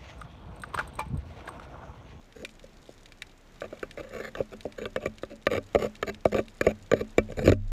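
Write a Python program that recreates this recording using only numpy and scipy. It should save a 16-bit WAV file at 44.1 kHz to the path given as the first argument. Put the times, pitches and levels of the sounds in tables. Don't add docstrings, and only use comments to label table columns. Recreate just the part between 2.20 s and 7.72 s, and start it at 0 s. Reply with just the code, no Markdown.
import sys
import numpy as np
from scipy import signal
from scipy.fft import rfft, irfft
from scipy.io import wavfile
from scipy.ndimage import uniform_filter1d

SR = 44100
rng = np.random.default_rng(int(sys.argv[2]) if len(sys.argv) > 2 else 0)


def dump(signal):
    limited = np.clip(np.atleast_2d(signal).T, -1, 1)
    pcm = np.round(limited * 32767).astype(np.int16)
    wavfile.write(sys.argv[1], SR, pcm)


N = 243425
TIME = np.arange(N) / SR
RING_TIME = np.arange(int(.85 * SR)) / SR


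def undb(db):
    return 10 ** (np.asarray(db) / 20)


def level(x, db, seconds):
    opening = x[:max(int(seconds * SR), 8)]
    return x * undb(db) / np.sqrt(np.mean(opening ** 2) + 1e-20)


def add(out, x, start):
    i = max(int(start * SR), 0)
    out[i:i + len(x)] += x[:max(N - i, 0)]


def curve(rows):
    return np.interp(TIME, *np.transpose(rows))


def colour(x, points):
    hz, db = np.transpose(points)
    f = np.fft.rfftfreq(len(x), 1 / SR) + 1
    gain = undb(np.interp(np.log(f), np.log(hz), db))
    return irfft(rfft(x) * gain, len(x))


def band(x, lo_hz, hi_hz, order=2):
    edges = [lo_hz, min(hi_hz, SR / 2 - 1000)]
    return signal.sosfilt(signal.butter(order, edges, "band", fs=SR, output="sos"), x)


def lowpass(hz):
    return signal.butter(2, hz, fs=SR, output="sos")


def walk(rate):
    k = int(SR / rate)
    steps = np.repeat(rng.standard_normal(N // k + 1), k)
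    smooth = uniform_filter1d(uniform_filter1d(steps, k), k)
    return 1.3 * smooth[:N]


# frequency in Hz, relative density in dB per Hz.
WATER_SPECTRUM = [(20, -25.5), (32, -7), (45, -15), (80, -17), (150, -18.5), (250, -21), (700, -27),
                  (950, -31), (2000, -33), (3600, -39.5), (5200, -44.5), (7000, -44), (9000, -54.5),
                  (15000, -55)]


def water(wash_db=-59, swell_db=0.93):
    wash = level(colour(rng.standard_normal(N), WATER_SPECTRUM), wash_db, N / SR)
    lows = signal.sosfiltfilt(lowpass(700), wash)
    highs = wash - lows
    flickering = lows * undb(1.2 * walk(9)) + highs * undb(.6 * walk(14))
    return flickering * undb(swell_db * walk(2.3))


# time in seconds, rms level in dB before trim and flutter.
WOBBLE_LEVEL = [(0, -62.5), (3.7, -58), (4.6, -56.5), (5.24, -43), (5.33, -43), (5.52, -31)]


def wobble(wobble_hz=28.3, wander=0.32, flutter_db=1.0, trim_db=2.5):
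    phase = 2 * np.pi * wobble_hz * TIME + wander * walk(13)
    swing = np.sqrt(2) * np.sin(phase)
    return swing * undb(curve(WOBBLE_LEVEL) + trim_db + flutter_db * walk(2.4))


# frequency in Hz, relative level in dB, time to fall by 60 dB in seconds.
HOUSING_MODES = [(71.6, 4.5, 0.056), (97.3, -11.5, 0.61), (124.4, 0.5, 0.06), (186, -3.5, 0.035),
                 (215.8, 0, 0.28), (275.3, -18.5, 0.14), (353, -18.5, 0.054), (388.5, -13.5, 0.073),
                 (470, -12, 0.027), (538.5, -9.5, 0.054), (593.4, -21, 0.12), (639, -13.5, 0.038),
                 (1164, 11, 0.035), (1278, -5.5, 0.063), (1534, -7, 0.057), (1771, 3.5, 0.024),
                 (1900, -13, 0.026), (1810, 0, 0.023), (2337, 2.5, 0.05), (2667, -7.5, 0.071),
                 (3730, 23, 0.0098), (4640, -4, .02), (4845, 9.5, 0.027), (5310, 8, 0.037),
                 (6890, 20.5, 0.017), (7920, 2.5, 0.024), (12700, -10, 0.023), (13200, -10, 0.014)]


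def modes(lo, hi, centre_hz, focus_db, spot_db=3, detune=0.014):
    ring = np.zeros(len(RING_TIME))
    variations = rng.standard_normal((len(HOUSING_MODES), 3))
    for (hz, db, t60), (size, shift, side) in zip(HOUSING_MODES, variations):
        if lo <= hz < hi:
            t = RING_TIME[:int(t60 * SR)]
            spot_gain_db = spot_db * size * min(hz / 500, 1)
            gain_db = db + spot_gain_db - focus_db * np.log2(hz / centre_hz) ** 2
            tone = np.sin(2 * np.pi * hz * (1 + detune * shift) * t)
            ring[:len(t)] += np.sign(side) * undb(gain_db - 60 * t / t60) * tone
    return ring


def snap(centre_hz, crack_t60=0.015, tail_t60=0.051, tail_db=-10, focus_db=10, ring_db=-1, ring_share=0.81):
    t = RING_TIME[:SR // 20]
    fall = undb(-60 * t / crack_t60) + undb(tail_db - 60 * t / tail_t60)
    burst = rng.standard_normal(len(t)) * fall
    crack = band(band(burst, centre_hz * .7, centre_hz * 1.3, order=1), 1300, 11000)
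    ring = modes(1600, 13500, centre_hz * ring_share, focus_db)[:len(t)]
    return level(level(crack, 0, .02) + level(ring, ring_db, .02), 0, .02)


# start in seconds, nominal peak level in dB before the background gain.
NEAR_SNAPS = [(0.1247, -41), (0.249, -20), (0.2915, -39), (0.395, -39.5), (0.8584, -35.5), (0.9212, -35),
              (1.0206, -21), (1.408, -34), (1.5948, -38.5), (1.7108, -31), (2.4074, -33), (2.523, -37),
              (2.9834, -36.5), (3.7538, -35.5), (3.9452, -34), (4.2825, -35.5)]
BIG_SNAP_DB, BIG_SNAP_HZ, SNAP_DB_PER_OCTAVE = -26, 2250, 35.5


def shrimp(crest_db=21, far_db=-75, spread_db=2.5, far_hz=4600, count=330):
    out = np.zeros(N)
    for start, peak_db in NEAR_SNAPS:
        centre_hz = BIG_SNAP_HZ * 2 ** ((BIG_SNAP_DB - peak_db) / SNAP_DB_PER_OCTAVE)
        add(out, snap(centre_hz) * undb(peak_db - crest_db), start)
    for when, nearness, pitch in rng.random((count, 3)):
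        db = far_db + spread_db * min(-np.log(nearness), 3.5)
        centre_hz = far_hz * 2 ** (1.4 * (pitch - .5))
        add(out, snap(centre_hz) * undb(db), when * N / SR)
    return out


# frequency in Hz, relative level in dB.
SHELL_SPECTRUM = [(60, 14.5), (200, -11), (550, 6), (900, 7.5), (1300, 16), (2300, 18), (3200, 7),
                  (3800, 12.5), (5300, -9), (6100, -35), (7200, -22), (10500, -18), (12500, -3),
                  (15000, -27)]
# low edge in Hz, high edge in Hz.
REGISTER_EDGES = [(45, 250), (250, 780), (1050, 3300), (3300, 15000)]


def housing(wall_hz, clack_hz, focus_db, shell_db, wall_t60=0.024, boom_hz=165, usual_wall_hz=520,
            shell_t60=0.013):
    t = RING_TIME[:SR // 10]
    shell = colour(rng.standard_normal(len(t)), SHELL_SPECTRUM) * undb(-60 * t / shell_t60)
    boom_edges, thud_edges, clack_edges, tick_edges = REGISTER_EDGES
    boom_centre_hz = boom_hz * min(wall_hz / usual_wall_hz, 1) ** 2
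    boom = modes(*boom_edges, boom_centre_hz, focus_db=6.5)
    wall = -np.sin(2 * np.pi * wall_hz * t) * undb(-60 * t / wall_t60)
    thud = wall + modes(*thud_edges, wall_hz, focus_db=7)[:len(t)]
    thud = signal.sosfilt(lowpass(1.7 * wall_hz), thud)
    clack = modes(*clack_edges, clack_hz, focus_db)[:len(t)]
    tick = modes(*tick_edges, clack_hz, 0)[:len(t)]
    registers = []
    for ring, edges, dense_db in zip((boom, thud, clack, tick), REGISTER_EDGES, shell_db):
        mixed = level(ring, 0, .02)
        add(mixed, level(band(shell, *edges), dense_db, .02), 0)
        registers.append(band(mixed, *edges, order=3))
    return registers


# time in seconds, press in dB.
PRESS_CURVE = [(0, 5.5), (1.6, -5), (2.6, 0.5), (3.3, -1.5), (4.2, 1), (5.0, 2), (5.28, 5.5)]


def press_at(start):
    return np.interp(start, *np.transpose(PRESS_CURVE))


def register_levels(start, strength_db, hardness_db, boom_db, tick_db, grit_per_press=1):
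    press_db = press_at(start)
    boom_level_db = strength_db + boom_db + press_db
    clack_level_db = strength_db + hardness_db
    tick_level_db = clack_level_db + tick_db + grit_per_press * press_db
    return boom_level_db, strength_db, clack_level_db, tick_level_db


# start in seconds, end in seconds, strength in dB, hardness (clack over thud) in dB, both before trim.
SCRAPE_CONTACTS = [(0.151, 0.226, -50, -11), (1.425, 1.461, -43, -13), (1.5, 1.583, -58.5, -5),
                   (1.778, 1.812, -38.5, -9), (1.822, 1.937, -49.5, -9.5), (1.919, 2.013, -41, -7.5),
                   (2.007, 2.095, -45.5, 0), (2.168, 2.214, -41, -9.5), (2.318, 2.339, -43.5, -8),
                   (2.574, 2.643, -40, -10.5), (2.806, 2.876, -40, -12), (3.095, 3.133, -45.5, -13.5),
                   (3.3, 3.386, -31, -10.5), (3.586, 3.671, -32.5, -10), (3.866, 3.901, -34.5, -6),
                   (4.118, 4.132, -32, -11), (4.149, 4.207, -32.5, -12), (4.43, 4.52, -40, -9),
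                   (4.746, 4.818, -41, -8), (5.085, 5.109, -41.5, -22), (5.168, 5.233, -33.5, -17.5),
                   (5.241, 5.267, -27.5, -14), (5.277, 5.296, -30, -9)]


def scrapes(wall_hz=510, clack_hz=1800, slips_per_s=750, scatter_db=6, grit=0.069, fade_share=0.092,
            strength_trim_db=0.72, hardness_trim_db=0.9, boom_db=-6.5, tick_db=-8.5,
            catch_db=2.5, catches_per_s=110, firm_db=3, sag_hz_per_db=28):
    out = np.zeros(N)
    grip = undb(catch_db * walk(catches_per_s))
    for start, end, strength, hardness in SCRAPE_CONTACTS:
        length = max(end - start, .005)
        n = int(length * SR)
        slip_sizes = undb(scatter_db * rng.standard_normal(n).clip(-2, 2))
        slips = (rng.random(n) < slips_per_s / SR) * slip_sizes
        force = slips - slips.mean() + grit * rng.standard_normal(n)
        force = force * grip[int(start * SR):][:n] * signal.windows.tukey(n, fade_share)
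        sag_hz = sag_hz_per_db * np.clip(press_at(start) - firm_db, 0, 5)
        rings = housing(wall_hz - sag_hz, clack_hz, focus_db=1, shell_db=(-6.5, -8.5, 2.5, 3))
        levels = register_levels(start, strength + strength_trim_db, hardness + hardness_trim_db,
                                 boom_db, tick_db)
        for ring, db in zip(rings, levels):
            add(out, level(signal.fftconvolve(force, ring), db, length), start)
    return out


# start in seconds, strength in dB and hardness (clack over thud) in dB, both before trim,
# wall pitch in Hz, clack centre in Hz.
KNOCK_CONTACTS = [(0.234, -41.5, -42.5, 490, 1900), (0.44, -46, -20, 550, 1900),
                  (0.691, -45, -25, 522, 1600), (1.418, -34, -5.5, 570, 1290),
                  (1.441, -39.5, -7, 616, 1500), (1.526, -36.5, -14, 615, 1450),
                  (1.629, -32, -3.5, 396, 1780), (1.774, -39.5, -7, 590, 2250),
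                  (2.001, -35, -7.5, 497, 1900), (2.151, -40.5, 2.5, 453, 1480),
                  (2.2039, -23.5, -27, 525, 1300), (2.453, -30, -24, 498, 1300),
                  (2.615, -35, -11, 433, 2300), (2.655, -33.5, -2.5, 494, 1800),
                  (2.7606, -27, -5, 540, 1600), (2.774, -32.5, -30, 526, 1300), (2.857, -26, -7, 518, 1900),
                  (3.033, -32, -8, 535, 1170), (3.268, -21, -2, 567, 1690), (3.333, -33, -2, 496, 1550),
                  (3.349, -31.5, -6.5, 553, 1950), (3.379, -27, -12, 476, 1600),
                  (3.5483, -20, -10.5, 580, 1270), (3.557, -17.5, -16, 550, 1180),
                  (3.646, -28, -27, 460, 2200), (3.8268, -28, 0, 470, 1500), (4.053, -41.5, 9, 625, 1370),
                  (4.0552, -16, -21.5, 643, 1200), (4.144, -23, -11, 490, 1270),
                  (4.184, -27.5, -8.5, 483, 2150), (4.191, -22.5, -17, 470, 1900),
                  (4.411, -23.5, -2.5, 516, 1340), (4.4663, -15.5, -13.5, 510, 1800),
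                  (4.7151, -21, -5, 486, 1520), (4.734, -16.5, -15, 480, 2250),
                  (4.809, -28, -20, 444, 2310), (4.9813, -15.5, -9, 479, 1900),
                  (5.12, -39.5, -9, 470, 2000), (5.191, -28, -9.5, 470, 2250), (5.265, -36, -3, 410, 2000),
                  (5.2753, -13.5, -15.5, 380, 1350), (5.296, -24, -11, 406, 1400),
                  (5.3192, -19, -14.5, 416, 1500), (5.332, -43.5, -1.5, 366, 1250)]


def knocks(strength_trim_db=-1.06, hardness_trim_db=-0.9, boom_db=-12, tick_db=-14.5, focus_db=20,
           crunch=0.24, crunch_t60=0.015):
    out = np.zeros(N)
    t = RING_TIME[:SR // 50]
    for start, strength, hardness, wall_hz, clack_hz in KNOCK_CONTACTS:
        rough_tip = crunch * rng.standard_normal(len(t)) * undb(-60 * t / crunch_t60)
        force = (t == 0) + rough_tip
        boom, thud, clack, tick = housing(wall_hz, clack_hz, focus_db, shell_db=(3.5, -14.5, -1, 0))
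        rings = boom, thud, signal.fftconvolve(clack, force), signal.fftconvolve(tick, force)
        levels = register_levels(start, strength + strength_trim_db, hardness + hardness_trim_db,
                                 boom_db, tick_db)
        for ring, db in zip(rings, levels):
            add(out, level(ring, db, .02), start)
    return out


# time in seconds, gain in dB.
BACKGROUND_GAIN = [(0, 3), (1.2, 3.5), (3, 5), (5.3, 4), (5.37, -3.5), (5.52, 1.5)]


def scene():
    background = (shrimp() + water()) * undb(curve(BACKGROUND_GAIN))
    return (knocks() + scrapes() + background + wobble())[None]


def record(dry, top_hz=15000):
    return signal.sosfilt(signal.ellip(8, .2, 70, top_hz, fs=SR, output="sos"), dry)


dry = scene()
out = record(dry)
dump(out)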